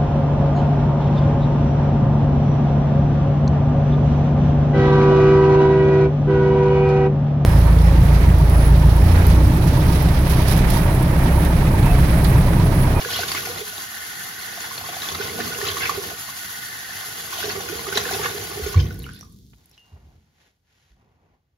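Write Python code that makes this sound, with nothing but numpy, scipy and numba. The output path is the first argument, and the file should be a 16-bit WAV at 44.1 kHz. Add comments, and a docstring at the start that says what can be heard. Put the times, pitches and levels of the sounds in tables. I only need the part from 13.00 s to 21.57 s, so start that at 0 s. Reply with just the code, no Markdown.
"""Washing a face at a basin

An aerated tap hisses into a bowl; three handfuls meet a face and fall back as spray and ringing bubbles.
The tap shuts with a heavy thump through the counter, the last water drains and drips, a towel rubs.
Heard from the rim in a small hard room, by two close microphone ports."""
import sys
import numpy as np
from scipy import signal
from scipy.fft import rfft, irfft
from scipy.io import wavfile
from numba import njit

SR = 44100
rng = np.random.default_rng(int(sys.argv[2]) if len(sys.argv) > 2 else 0)


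def materialize(psi):
    """Save the field psi as 16-bit PCM at rate SR to the path in sys.argv[1].

    A 1-D psi becomes a single channel; in a 2-D psi each row is a channel.
    """
    bounded = np.clip(np.atleast_2d(psi).T, -1, 1)
    quanta = np.round(bounded * 32767).astype(np.int16)
    wavfile.write(sys.argv[1], SR, quanta)


N = 377937
TIME, HZ = np.arange(N) / SR, np.fft.rfftfreq(2 ** 19, 1 / SR)
TAP_SHUT_S, RUN_OFF_S = 5.732, 6.15

# Levels are relative, ahead of each source's gain.
# hands under the jet: under_s, lifted_s, overflow_db, spill_db
FILLS = [(0.599, 1.965, -33.5, -30.5), (3.122, 4.292, -36.5, -32)]
# handfuls falling from the face: centre_s, half_s, level_db, drain_db
SPLASHES = [(0.264, 0.37, -30, -34), (2.693, 0.37, -32, -32.5), (5.1, 0.24, -27, -32.5)]
# clouds of like-sized bubbles: centre_s, length_s, pitch_hz, level_db
SLOSHES = [(0.157, 0.11, 3400, -27.5), (0.288, 0.012, 3810, -25.5), (0.378, 0.037, 1917, -28),
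           (2.403, 0.043, 1616, -31), (2.678, 0.051, 3570, -27), (2.839, 0.066, 2106, -24),
           (4.331, 0.015, 1556, -34.5), (4.422, 0.13, 3440, -33.5), (4.962, 0.033, 3400, -28.5),
           (5.253, 0.038, 1578, -26), (5.802, 0.013, 3314, -31.5), (6.16, 0.1, 4250, -51),
           (6.739, 0.052, 4520, -60.5)]
# single bubbles: start_s, level_db, pitch_hz
PLOPS = [(0.048, -11.5, 1580), (0.086, -22.5, 1060), (0.131, -10, 4180), (0.19, -11.5, 687),
         (0.232, -7.5, 1486), (0.316, -5, 4460), (0.347, -12.5, 1120), (0.348, -11.5, 2040),
         (0.376, -16.5, 1447), (0.471, -17, 730), (0.582, -18.5, 3930), (0.779, -16, 3650),
         (1.484, -19.5, 1420), (1.575, -20.5, 692), (1.604, -13, 6650), (1.711, -19, 1040),
         (1.777, -9.5, 4120), (1.81, -21.5, 720), (1.889, -18, 696), (1.965, -18.5, 725),
         (2.018, -9.5, 3700), (2.087, -9.5, 3359), (2.147, -12, 3700), (2.148, -17.5, 1248),
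         (2.296, -16, 2070), (2.389, -15.5, 694), (2.401, -12.5, 1740), (2.547, -15.5, 2670),
         (2.613, -9.5, 1753), (2.676, -9, 6600), (2.714, -12.5, 3300), (2.768, -10, 1095),
         (2.807, -12.5, 2080), (2.871, -13, 2010), (2.894, -3.5, 1115), (3.113, -22, 674),
         (3.288, -21.5, 1055), (4.352, -16.5, 6000), (4.387, -19, 694), (4.427, -14, 1480),
         (4.455, -11, 4100), (4.492, -9.5, 5189), (4.866, -18, 1180), (4.925, -8.5, 1450), (4.973, 2, 3800),
         (4.974, -13.5, 1740), (5.052, -11, 1690), (5.09, -12.5, 1480), (5.11, -11, 734),
         (5.134, -13, 4100), (5.193, -15.5, 860), (5.233, -10.5, 6280), (5.258, -10.5, 1096),
         (5.743, -14, 1073), (5.775, -17, 2210)]  # large drops
GLUGS = [(0.056, -20, 474), (0.203, -26, 409), (0.498, -23, 474), (0.611, -21.5, 418), (2.197, -17.5, 411),
         (2.3, -21.5, 415), (2.345, -21.5, 427), (2.398, -24.5, 428), (2.503, -24.5, 456),
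         (2.586, -24, 410), (2.627, -19.5, 410), (2.682, -25, 417), (2.913, -24.5, 435), (2.975, -17, 400),
         (3.029, -26, 406), (4.441, -17, 421), (4.479, -19, 415), (4.549, -23, 400), (4.572, -20.5, 406),
         (4.696, -21.5, 339), (4.722, -20, 416), (4.874, -21.5, 389), (4.923, -22.5, 395),
         (4.956, -15.5, 410), (5.06, -21, 468), (5.126, -20.5, 391), (5.16, -20.5, 432),
         (5.195, -16.5, 417), (5.25, -21, 463), (5.309, -22.5, 412), (5.347, -20, 408), (5.571, -21.5, 402),
         (5.595, -17.5, 419), (5.662, -15.5, 412)]  # in the drain
DRIPS = [(5.9075, -26.5, 1440), (5.925, -34, 5600), (5.9998, -29, 4240), (6.021, -29, 3770),
         (6.0412, -27, 2820), (6.056, -33.5, 2220), (6.0651, -28.5, 1375), (6.0911, -26.5, 1504),
         (6.134, -40, 4350), (6.162, -36.5, 3480), (6.2098, -25.5, 5600), (6.2287, -37, 1160),
         (6.7131, -42, 5380), (6.7775, -35, 2840)]  # after the tap shuts
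# fine droplets on porcelain: start_s, level_db
SPATTERS = [(5.9424, -35), (5.9914, -29), (6.0282, -35), (6.0412, -45.5), (6.147, -40), (6.1894, -46),
            (6.2088, -41), (6.323, -44), (6.6578, -43), (6.695, -48), (6.7131, -47)]
# dull knocks on the counter, the loudest is the tap shutting: start_s, level_db, pitch_ratio
KNOCKS = [(5.615, -23.5, 0.76), (5.754, -4, 1), (6.916, -36.5, .9), (7.039, -44.5, .8), (7.143, -51, 0.92),
          (7.9, -47.5, 0.58)]
# counter modes: pitch_hz, level_db, t60_s
COUNTER_MODES = [(88.7, 12.5, 0.083), (91.7, -17, 0.46), (63.6, -11.5, 0.39), (138.3, -16, 0.4),
                 (230, -30, 0.21), (340, -30, 0.3), (491, -32.5, 0.39)]
# wet hands and towel sliding: start_s, end_s, body_db, fibre_db, shake_db
RUBS = [(6.248, 6.507, -110, -110, -50), (6.523, 6.866, -73, -73, -72), (6.837, 7.164, -67.5, -74.5, -57.5),
        (7.165, 7.348, -81, -78, -80), (7.337, 7.466, -72, -66.5, -77), (7.628, 7.918, -79.5, -70.5, -69.5),
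        (7.93, 8.343, -70, -84.5, -60)]
# towel catching: centre_s, half_s, gain_db
CATCHES = [(6.59, 0.02, 5), (6.972, 0.012, 8), (7.02, 0.014, 1), (8.25, 0.025, 3)]
# bowl resonances: centre_hz, width_hz, jet_left_db, jet_right_db, splash_left_db, splash_right_db
BOWL_MODES = [(230, 10, 5, 10, -1, 3.5), (386, 170, 0.5, 7.5, -3.5, 8), (461, 13, 3.5, 3.5, 6.5, 4),
              (582.5, 80, -9.5, -11, -5.5, -10.5), (710, 350, 6.5, 2.5, 5, 2), (958, 38, -11, -6, -5.5, -2),
              (1062, 130, -3, 1.5, -2.5, 7.5), (1330, 62, -10.5, 4.5, -8.5, -0.5),
              (1469, 62, 0.5, 11, 1, 7), (1650, 66, -5.5, -8, 0.5, 4), (1770, 80, 4.5, 6.5, 4, 2),
              (2074, 97, 2.5, -2, 5, 3), (2440, 360, -6, -5.5, 0.5, -1), (2820, 130, -0.5, 2, -1, -1),
              (3360, 210, 4.5, 2, -0.5, 3), (3770, 98, -4.5, -1.5, 0, 0), (4480, 250, 3, 3.5, -0.5, 2.5)]
# room decay: freq_hz, t60_s
ROOM_DECAY = [(80, 0.14), (300, 0.32), (1500, 0.25), (4000, 0.23), (14000, 0.039)]
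# stereo width by frequency, how alike left and right sound: freq_hz, likeness (1 = mono)
STEREO_LIKENESS = [(100, 1), (430, 0.72), (580, 0.11), (740, 0.88), (1100, 0.88), (1650, 0.46),
                   (2100, 0.18), (2470, 0.29), (2900, 0.26), (4500, 0.45), (5100, 0.12), (6500, 0.44),
                   (8000, 1), (9400, 1), (10800, 0.41), (12500, 1)]
# phase between left and right: freq_hz, left_lead_rad
STEREO_PHASE = [(0, 0), (520, 0.2), (780, -1.0), (1210, -1.7), (1720, -10.8), (1980, -13.2), (2930, -18.5),
                (3530, -19.6), (4310, -19.0), (6630, -17.5), (7100, -17.1), (7700, -15.8), (9560, -15.7),
                (11800, -12.7), (16100, -12.4)]
# balance of a single bubble: pitch_hz, left_minus_right_db
BUBBLE_PAN = [(400, -9), (720, 2.5), (1120, -10), (1500, -8), (1800, 0.5), (3800, 3), (5000, -0.5)]
# source spectra: freq_hz, density_db
QUIET_TONE = [(20, -20), (80, 4), (200, -14), (600, -21), (3000, -29.5), (15000, -42)]
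RUMBLE_TONE = [(20, -40.5), (50, -1), (85, -6.5), (150, -6), (230, -12.5), (400, -24), (550, -43.5),
               (900, -57)]
CLOTH_TONE = [(100, -2), (430, -1.5), (750, 1), (1400, -2), (2800, -7.5), (8000, -29)]
FIBRE_TONE = [(800, -2.5), (1700, 6), (2400, 3.5), (3100, 3), (5000, -1), (7000, -2.5), (8500, -14),
              (11000, -6.5), (15500, -28)]
RIM_TONE = [(200, 3), (700, 3), (3000, 2), (4500, -13), (12000, -28)]
SPATTER_TONE = [(2000, -27), (6000, -15.5), (10000, 7), (13000, -1.5), (15500, -9.5)]
SLAP_TONE = [(100, -8), (600, 1.5), (1500, 4), (4200, -1), (7000, -0.5), (15000, -20)]
DRIBBLE_TONE = [(400, -21.5), (1500, -2.5), (2400, -3.5), (4000, -8), (7000, -9), (11000, 0.5),
                (15500, -14.5)]
FOAM_TONE = [(1000, -22), (2500, -14), (3600, 0), (7000, -1), (11000, -4.5), (15500, -11.5)]
DRUM_TONE = [(25, -37), (55, -6), (95, -2), (150, -4.5), (280, -14), (430, -7), (600, -15), (1000, -28)]
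THUD_TONE = [(60, -14), (150, -10.5), (225, 1), (300, -7.5), (600, -35.5)]
JET_TONE = [(30, -20.5), (100, -0.5), (250, -11), (450, -20), (800, -9), (1400, -4.5), (2000, -5),
            (2430, -5), (3000, -6), (5500, -7), (7000, -4.5), (7900, -9.5), (10700, -2.5), (13000, -11),
            (15500, -14)]
FALL_TONE = [(200, -18.5), (500, -5), (800, -2), (1500, -3.5), (2500, -5), (3800, -7), (5500, -8),
             (8000, -9), (10700, -10.5), (15500, -19)]


def amp(db):
    """Decibels to gain."""
    return 10 ** (np.asarray(db) / 20)


def unit(x):
    """Scales to rms 1."""
    return x / np.sqrt(np.mean(x ** 2) + 1e-20)


def read(points, hz):
    """Interpolates on a log-frequency axis."""
    freq_hz, value = np.transpose(points)
    return np.interp(np.log(hz + 1), np.log(freq_hz + 1), value)


def add(mix, start_s, sound):
    """Mixes in place."""
    part = mix[max(round(start_s * SR), 0):][:len(sound)]
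    part += sound[:len(part)]


def through(x, response):
    """Filters by a complex response over HZ."""
    return irfft(rfft(x, 2 * len(HZ) - 2) * response)[..., :N]


def causal(gain_db):
    """Minimum-phase response: no ringing ahead of a click."""
    cepstrum = irfft(gain_db * np.log(10) / 20)
    return np.exp(rfft(cepstrum * (1 + np.sign(np.fft.fftfreq(cepstrum.shape[-1])))))


def coloured(x, tone):
    """Applies a spectrum, at rms 1."""
    return unit(through(x, causal(read(tone, HZ))))


def noise():
    """Two white noises: stereo mid and side."""
    return rng.standard_normal((2, N))


def lumps(rate_hz, depth_db):
    """Bounded random gain."""
    wander = unit(through(rng.standard_normal(N), 1 / (1 + (HZ / rate_hz) ** 2)))
    return amp(depth_db * 2 * np.tanh(.5 * wander))


def fading(end_s, t60_s):
    """1 until end_s, then exponential decay."""
    return amp(-60 * np.maximum(TIME - end_s, 0) / t60_s)


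def held(start_s, end_s, rise_s, t60_s):
    """Attack, hold, release."""
    return np.clip((TIME - start_s) / rise_s, 0, 1) * fading(end_s, t60_s)


def swell(centre_s, half_s):
    """Gaussian envelope."""
    return np.exp(-((TIME - centre_s) / half_s) ** 2)


def patter(spread_db, density):
    """Random ticks of uneven size."""
    size = amp(spread_db * np.minimum(rng.exponential(1, (2, N)), 5))
    return unit(size * noise() * (rng.random((2, N)) < density))


def impacts(hits, tone, decay_s, rise_s):
    """A noise puff per hit: start_s, level_db."""
    level, t = np.zeros(N), np.arange(SR // 8) / SR
    for start_s, db, *_ in hits:
        add(level, start_s, amp(db) * np.exp(-t / decay_s) * (1 - np.exp(-t / rise_s)))
    return level * coloured(noise(), tone)


@njit
def ring(start, size, cycles_per_sample, life_samples, glide, length):
    """Sums decaying sines of rising pitch."""
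    out = np.zeros(length)
    for k in range(len(start)):
        phase, fade, step = 0., size[k], np.exp(-1 / life_samples[k])
        for i in range(min(int(5 * life_samples[k]), length - start[k])):
            phase += 2 * np.pi * cycles_per_sample[k] * (1 + glide * i / life_samples[k])
            fade *= step
            out[start[k] + i] += fade * np.sin(phase)
    return out


def bubbles(low_hz, high_hz, cycles, spread_db, glide, count):
    """Two bubble swarms, even in power over the band; cycles is the mean life at 1 kHz."""
    when, pitch, size, damping = rng.random((2 * count, 4)).T
    hz = (np.sqrt(low_hz) + pitch * (np.sqrt(high_hz) - np.sqrt(low_hz))) ** 2
    life_samples = cycles * (.5 + damping) * SR / hz * np.sqrt(hz / 1000)
    size = amp(spread_db * np.minimum(-np.log(1 - size), 4)) * np.sqrt(np.sqrt(hz) / life_samples)
    start = (when * 2 * N).astype(np.int64)
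    return unit(ring(start, size, hz / SR, life_samples, glide, 2 * N).reshape(2, N))


def room(x):
    """Sparse reflections per port, each band with its own decay."""
    reflections = rng.standard_normal((2, SR)) * (rng.random((2, SR)) < .1)
    reflections[:, :SR // 200] = 0
    hz, t, bands = signal.stft(reflections, SR, nperseg=256)
    tail = signal.istft(bands * amp(-60 * t / read(ROOM_DECAY, hz)[:, None]), SR, nperseg=256)[1]
    return signal.fftconvolve(x[None], tail / np.linalg.norm(tail[0]), axes=1)[:, :N]


def stereo(pair):
    """Mid and side to left and right; width varies with frequency."""
    likeness = np.clip(read(STEREO_LIKENESS, HZ), -1, 1)
    mid, side = through(pair, np.sqrt([(1 + likeness) / 2, (1 - likeness) / 2]))
    return np.array([mid + side, mid - side])


def basin(pair, left_column):
    """Room echo, then bowl resonances; their gains depend on where the water lands."""
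    lift_db = 0
    for mode in BOWL_MODES:
        centre_hz, width_hz = mode[:2]
        sides_db = np.array(mode[left_column:left_column + 2])[:, None]
        lift_db += sides_db / (1 + (2 * (HZ - centre_hz) / width_hz) ** 2)
    return through(stereo(pair + amp(-11.5) * room(pair[0])), causal(lift_db))


def panned(x):
    """A single bubble reaches the ports unequally, by pitch."""
    side_db = read(BUBBLE_PAN, HZ)
    return through(x, amp([side_db / 2, -side_db / 2]))


def room_tone():
    """Faint, low, steady noise."""
    return amp(-71.5) * coloured(noise(), QUIET_TONE)


def rubbing(column):
    """Envelope of all rubs, from one level column."""
    return sum(amp(rub[column]) * held(rub[0], rub[1], rise_s=.085, t60_s=.305) for rub in RUBS)


def counter_rumble():
    """Dull shaking after each knock and under each rub."""
    shaken = sum(amp(db) * held(s, s, rise_s=.0087, t60_s=1.47) for s, db, _ in KNOCKS)
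    return amp(-6) * (amp(-16) * shaken + rubbing(column=4)) * coloured(noise(), RUMBLE_TONE)


def towel():
    """Cloth slides: loops catch and let go, folds shift its colour."""
    folds = 0
    for hz in (420, 750, 1000, 2200):
        band = 1 / (1 + (3 * (HZ - hz) / hz) ** 2)
        folds += lumps(9, depth_db=2.5) * through(noise(), band) / np.sqrt(hz)
    scratch = unit(lumps(45, depth_db=2) * patter(spread_db=2, density=.05))
    caught = amp(sum(db * swell(s, half_s) for s, half_s, db in CATCHES))
    body = rubbing(column=2) * caught * coloured(unit(folds) + .5 * scratch, CLOTH_TONE)
    fibres = rubbing(column=3) * coloured(noise() + scratch, FIBRE_TONE)
    return amp(2.5) * body + amp(4) * fibres


def rim_tap(start_s=6.534, level_db=-48):
    """A finger meets the rim."""
    return impacts([(start_s, level_db)], RIM_TONE, decay_s=.006, rise_s=.00055)


def basin_ping(start_s=6.7775, pitch_hz=2815):
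    """The last drip rings one mode of the basin."""
    return amp(-51) * held(start_s, start_s, rise_s=.002, t60_s=.5) * np.sin(2 * np.pi * pitch_hz * TIME)


def counter_knocks():
    """Soft, heavy pushes set the counter's modes swinging."""
    out, t = np.zeros(N), np.arange(SR // 2) / SR
    for start_s, db, pitch_ratio in KNOCKS:
        modes = sum(amp(mode_db - 60 * t / t60_s) * np.sin(2 * np.pi * hz * pitch_ratio * t)
                    for hz, mode_db, t60_s in COUNTER_MODES)
        swing = modes * (1 - np.exp(-(t / .02) ** 2))
        add(out, start_s, amp(db) * swing / abs(swing).max())
    return out


def dribble():
    """The shut tap's stream breaks into droplets; foam fizzes out."""
    droplets = patter(spread_db=3.5, density=.008)
    droplets += bubbles(1200, 11000, cycles=5, spread_db=2.5, glide=.018, count=1600)
    flow = held(TAP_SHUT_S, RUN_OFF_S + .051, rise_s=.068, t60_s=.27) * lumps(22.03, depth_db=.5)
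    stream = amp(-54) * flow * coloured(droplets, DRIBBLE_TONE)
    foam = coloured(noise() + patter(spread_db=3, density=.02), FOAM_TONE)
    return stream + amp(-58) * held(TAP_SHUT_S, RUN_OFF_S, rise_s=.37, t60_s=3.5) * foam


def single_bubbles(rows, t60_s, glide, rise_s):
    """Trapped bubbles ring and rise in pitch; t60_s holds at 1 kHz, smaller ones die sooner."""
    out, t = np.zeros(N), np.arange(SR // 8) / SR
    for start_s, db, hz in rows:
        age = t / t60_s * np.sqrt(hz / 1000)
        bubble = np.sin(2 * np.pi * hz * t * (1 + glide * age)) * amp(-60 * age)
        add(out, start_s, amp(db) * bubble * (1 - np.exp(-t / rise_s)))
    return out


def cupped(lag_s, ease_s):
    """1 while the hands catch the jet, 0 from lag_s after the lift."""
    return sum(np.clip(np.minimum(TIME - under_s, lifted_s + lag_s - TIME) / ease_s, 0, 1)
               for under_s, lifted_s, _, _ in FILLS)


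def overflow(growth_db_per_s):
    """Envelope: more water runs over as the hands fill."""
    return sum(amp(db + growth_db_per_s * np.minimum(TIME - lifted_s, 0))
               * held(under_s, lifted_s, rise_s=.043, t60_s=1) for under_s, lifted_s, db, _ in FILLS)


def falling():
    """Envelope: splashes, spills on lifting, overflow and run-off, summed in power."""
    splashes = [amp(db) * swell(s, half_s) for s, half_s, db, _ in SPLASHES]
    spills = [amp(db) * swell(lifted_s + .2, half_s=.16) for _, lifted_s, _, db in FILLS]
    run_off = amp(-34) * (1 - cupped(lag_s=.044, ease_s=.031))
    flow = np.linalg.norm(splashes + spills + [overflow(growth_db_per_s=7), run_off], axis=0)
    return flow * fading(TAP_SHUT_S + .0612, t60_s=.85) * fading(RUN_OFF_S, t60_s=.18)


def drain_and_bowl():
    """Water past the hands bubbles in the drain and drums on the bowl; one sheet lands flat."""
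    gurgle = bubbles(360, 510, cycles=5.5, spread_db=1.5, glide=.02, count=700)
    centre_s, _, _, drain_db = np.transpose(SPLASHES)
    drain = amp(np.interp(TIME, centre_s, drain_db)) * (1 - cupped(lag_s=.15, ease_s=.031))
    drain += amp(-7) * overflow(growth_db_per_s=12.5)
    drain *= fading(TAP_SHUT_S + .11, t60_s=1)
    push = amp(-10.5) * drain + amp(-21.5) * falling() * (1 - cupped(lag_s=-.21, ease_s=.06))
    thud = amp(-35) * swell(2.42, half_s=.069) * coloured(noise(), THUD_TONE)
    return amp(-17) * drain * gurgle + push * coloured(noise(), DRUM_TONE) + thud


def hand_pool():
    """The jet drives like-sized bubbles into the cupped water."""
    swarm = bubbles(1509, 2100, cycles=8.3, spread_db=-3, glide=.0145, count=2500)
    return amp(-41) * cupped(lag_s=.021, ease_s=.34) * swarm


def jet():
    """Aerated jet: a hiss of tiny bubbles, louder amid splashes and off the lifting fingers."""
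    fizz = bubbles(600, 15000, cycles=3, spread_db=2.6, glide=.01, count=30000)
    spray = coloured(amp(3.5) * noise() + fizz, JET_TONE)
    bare_bowl_db = -.5 * (1 - cupped(lag_s=.0092, ease_s=.046))
    splash_db = 4 * sum(swell(s, half_s) for s, half_s, _, _ in SPLASHES)
    graze_db = 4 * sum(swell(lifted_s + .085, half_s=.056) for _, lifted_s, _, _ in FILLS)
    level = amp(-34.5 + bare_bowl_db + splash_db + graze_db)
    return level * fading(TAP_SHUT_S, t60_s=.047) * lumps(20, depth_db=1.58) * spray


def sloshes():
    """Landing water whips up brief bubble clouds, each around one pitch."""
    out = np.zeros((2, N))
    swarm = bubbles(900, 6000, cycles=9, spread_db=4.5, glide=.026, count=14000)
    for centre_s, length_s, hz, db in SLOSHES:
        span = slice(round((centre_s - length_s) * SR), round((centre_s + length_s) * SR))
        band = signal.butter(1, [hz / 1.25, hz * 1.25], "band", fs=SR, output="sos")
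        cloud = unit(signal.sosfilt(band, swarm[:, span]))
        out[:, span] += amp(db) * cloud * swell(centre_s, length_s / 2)[span]
    return out


def falling_water():
    """Sheets break into a lumpy stream of bubbles, ringing droplets and spray."""
    swarm = bubbles(550, 6500, cycles=5, spread_db=2.6, glide=.02, count=6500)
    droplets = bubbles(1100, 7000, cycles=9, spread_db=2.4, glide=.012, count=1600)
    water = lumps(31, depth_db=3.2) * (swarm + amp(-1) * droplets + amp(-8) * noise())
    return amp(-4.5) * falling() * coloured(water, FALL_TONE)


def scene():
    """Water in bowl and room, plus counter and towel, in stereo."""
    slaps = amp(-13.5) * impacts(PLOPS, SLAP_TONE, decay_s=.006, rise_s=.002)
    slaps += amp(-12) * impacts(DRIPS, SLAP_TONE, decay_s=.002, rise_s=.0005)
    spatter = impacts(SPATTERS, SPATTER_TONE, decay_s=.0021, rise_s=.0004)
    plops = amp(-5) * single_bubbles(PLOPS, t60_s=.036, glide=.11, rise_s=.0018)
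    plops *= lumps(300, depth_db=1.2)
    glugs = amp(-.5) * single_bubbles(GLUGS, t60_s=.05, glide=.04, rise_s=.004)
    glugs *= lumps(90, depth_db=1.5)
    drips = amp(-4) * single_bubbles(DRIPS, t60_s=.033, glide=.1, rise_s=.0005)
    drips *= lumps(300, depth_db=2)
    thump = counter_knocks()
    # the thump travels mostly through the counter: little echo
    echo = room(amp(-15) * (plops + glugs) + amp(-7.5) * drips + amp(-21) * thump)
    splashing = falling_water() + sloshes() + drain_and_bowl() + dribble() + slaps + spatter + echo
    background = counter_rumble() + towel() + rim_tap() + room_tone()
    water = basin(jet() + hand_pool(), left_column=2) + basin(splashing, left_column=4)
    left, right = water + stereo(background)
    right = through(right, np.exp(-1j * read(STEREO_PHASE, HZ)))
    direct = panned(plops + drips + glugs) + basin_ping() + thump * amp([[-.5], [.5]])
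    return np.array([left, right]) + direct


def record(dry, low_hz=45, high_hz=15780):
    """Small microphone: bass roll-off, then band limit."""
    thin = signal.sosfilt(signal.butter(3, low_hz, "high", fs=SR, output="sos"), dry)
    lowpass = signal.firwin(511, high_hz, window=("kaiser", 9), fs=SR)
    return signal.oaconvolve(thin, lowpass[None], "same")


dry = scene()
out = record(dry)
materialize(out)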